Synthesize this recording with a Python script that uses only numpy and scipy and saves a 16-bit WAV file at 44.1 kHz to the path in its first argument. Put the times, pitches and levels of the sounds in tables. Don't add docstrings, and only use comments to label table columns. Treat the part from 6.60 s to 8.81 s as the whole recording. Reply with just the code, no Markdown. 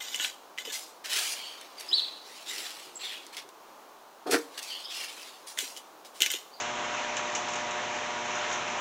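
import sys
import numpy as np
from scipy import signal
from scipy.io import wavfile

SR = 44100
rng = np.random.default_rng(int(sys.argv[2]) if len(sys.argv) > 2 else 0)


def gain_from_db(level_db):
    decades = np.asarray(level_db, float) / 20
    return 10 ** decades


def file_out(sig):
    cols = np.atleast_2d(sig).T
    lim = np.clip(cols, -1, 1)
    pcm = np.round(lim * 32767).astype(np.int16)
    wavfile.write(sys.argv[1], SR, pcm)


N = 97284


def rms_one(x):
    return x / np.sqrt(np.mean(x ** 2) + 1e-20)


def drift(rate_hz):
    r = np.exp(-2 * np.pi * rate_hz / SR)
    noise = rng.standard_normal(N + SR)
    return rms_one(signal.lfilter([1], [1, -2 * r, r * r], noise)[SR:])


def band(low_hz, high_hz):
    sos = signal.butter(2, [low_hz, high_hz], "band", fs=SR, output="sos")
    return rms_one(signal.sosfilt(sos, rng.standard_normal(N + 4096))[4096:])


def peak(x, hz, width_hz, db):
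    a, w = gain_from_db(db / 2), 2 * np.pi * hz / SR
    k = np.sin(w) * width_hz / hz / 2
    over = [1 + k * a, -2 * np.cos(w), 1 - k * a]
    under = [1 + k / a, -2 * np.cos(w), 1 - k / a]
    return signal.lfilter(over, under, x)


# (frequency [Hz], density [dB per Hz])
RUSH_COLOUR = [(25, -18.5), (90, -15.5), (200, -8), (450, -4), (900, 1), (2500, -2), (4000, -6.5),
               (9000, -15)]


def water_and_air_rush():
    level_db, patchy_db = -34.5, 1
    hz, density_db = np.transpose(RUSH_COLOUR)
    edges = 20 * 2 ** (np.arange(28) / 3)
    flicker = [drift(11.0) for _ in range(4)]
    total = np.zeros(N)
    for k, (low, high) in enumerate(zip(edges, edges[1:])):
        colour_db = np.interp(np.log(low * high) / 2, np.log(hz), density_db)
        gain = gain_from_db(colour_db + patchy_db * flicker[k % 4])
        total += np.sqrt(high - low) * band(low, high) * gain
    return gain_from_db(level_db) * rms_one(total)


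def rotor_whine():
    centre_hz, width_hz = 458, 18
    return gain_from_db(-58) * band(centre_hz - width_hz / 2, centre_hz + width_hz / 2)


# (multiple of the hum [1], level [dB rms])
HUM_TONES = [(1, -61), (2, -54), (3, -54), (5, -44.5), (6, -46), (7, -52), (8, -44), (9, -51.5), (10, -54),
             (11, -58), (12, -60)]


def core_hum():
    hum_hz, waver_db = 120.02, 0.3
    spread_rad = 1.74
    t = np.arange(N) / SR
    total = np.zeros(N)
    for multiple, db in HUM_TONES:
        level = np.sqrt(2) * gain_from_db(db + waver_db * drift(6.0))
        phase = 2 * np.pi * hum_hz * round(multiple) * t + spread_rad * round(multiple) ** 2
        total += level * np.sin(phase)
    return total


# (start [s], length [s], level [dB], centre [Hz], band edge over centre [ratio])
SCUFF_EVENTS = [(0.325, .05, -38, 1400, 1.25), (0.335, .08, -39, 2650, 1.1), (1.82, .17, -39, 2300, 1.5),
                (1.915, .055, -44, 6200, 1.12), (0.32, .11, -48, 6300, 1.2), (0.34, .1, -46, 1000, 1.3),
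                (0.58, .04, -42, 1500, 1.3), (0.86, .14, -50, 6300, 1.2), (1.14, .1, -43, 1500, 1.5),
                (1.44, .1, -44, 1100, 1.4), (1.63, .14, -42, 2200, 1.4), (1.74, .12, -40, 1450, 1.2),
                (1.73, .09, -49, 6100, 1.15), (1.68, .33, -45, 4600, 1.7), (1.76, .12, -42, 2900, 1.3),
                (1.76, .1, -43, 800, 1.25), (1.89, .1, -48, 6200, 1.2), (1.9, .1, -42, 1200, 1.3),
                (2.02, .1, -43, 2300, 1.2), (2.06, .1, -56, 200, 1.2), (2.14, .1, -40, 900, 1.3)]


def scuffs():
    grain_db, grain_hz = 3, 110
    t = np.arange(N) / SR
    total = np.zeros(N)
    for start, length, db, hz, width in SCUFF_EVENTS:
        swell = np.sin(np.pi * np.clip((t - start) / length, 0, 1)) ** 0.49
        level = gain_from_db(db + grain_db * drift(grain_hz))
        edge = max(width, 1.05)
        total += level * swell * band(hz / edge, hz * edge)
    return total


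# (delay [s], level [dB])
WALL_ECHOES = [
    (0, 0),
    (.0055, -6),
    (.0085, -7),
    (.018, -9),
]


def snap_shape(age, t60):
    rise_s, tail_db = 0.0015, -6
    power = gain_from_db(2 * tail_db - 120 * np.maximum(age, 0) / t60) * np.clip(age / rise_s, 0, 1)
    for delay, db in WALL_ECHOES:
        u = np.clip((age - delay) / rise_s, 0, 50)
        power = power + gain_from_db(2 * db) * (u * np.exp(1 - u)) ** 3
    return np.sqrt(power)


# (time [s], peak [dB], body against crack [dB], crack centre [Hz], dying time [s])
SNAP_EVENTS = [
    (0.001, -29.5, -4.5, 6200, 0.39),
    (0.238, -41.5, -1, 6940, 0.18),
    (0.567, -29, -3.5, 5250, 0.32),
    (0.7498, -24.5, -8, 6800, 0.31),
    (0.8845, -31.5, -4, 7200, .22),
    (0.934, -30.5, -19, 7800, 0.12),
    (0.9551, -32.5, -9, 6800, 0.25),
    (1.109, -31.5, -13, 8300, .06),
    (1.654, -41, -14, 5800, 0.23),
    (2.079, -39, 1, 6000, 0.19),
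]


def paper_snaps():
    body_lag_s, crack_width = 0.003, 1.6
    t = np.arange(N) / SR
    body_noise = band(1970, 2950)
    total = np.zeros(N)
    for start, db, body_db, hz, t60 in SNAP_EVENTS:
        age = t - start
        crack = snap_shape(age, t60) * band(hz / crack_width, hz * crack_width)
        body = gain_from_db(body_db) * snap_shape(age - body_lag_s, t60) * body_noise
        fade = gain_from_db(-40 * np.maximum(age, 0) / t60 / 2)
        total += gain_from_db(db) * (crack + body) * fade
    return total


def scene():
    machines = core_hum() + rotor_whine() + water_and_air_rush()
    return (machines + paper_snaps() + scuffs())[None]


# (frequency [Hz], width [Hz], level [dB])
HOUSING_PEAKS = [
    (4700, 1170, -9.5),
    (6380, 1820, 4.5),
    (7950, 800, -11),
]


def microphone(sound):
    for hz, width_hz, db in HOUSING_PEAKS:
        sound = peak(sound, hz, width_hz, db)
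    sound = signal.sosfilt(signal.butter(6, 7730, fs=SR, output="sos"), sound)
    steep_edge = signal.cheby2(10, 50, 9045 * 1.047, fs=SR, output="sos")
    return signal.sosfilt(steep_edge, sound)


def low_pass(x):
    return signal.sosfilt(signal.butter(12, 9040, fs=SR, output="sos"), x)


def record(dry):
    mix = microphone(dry)
    return low_pass(mix)


dry = scene()
out = record(dry)
file_out(out)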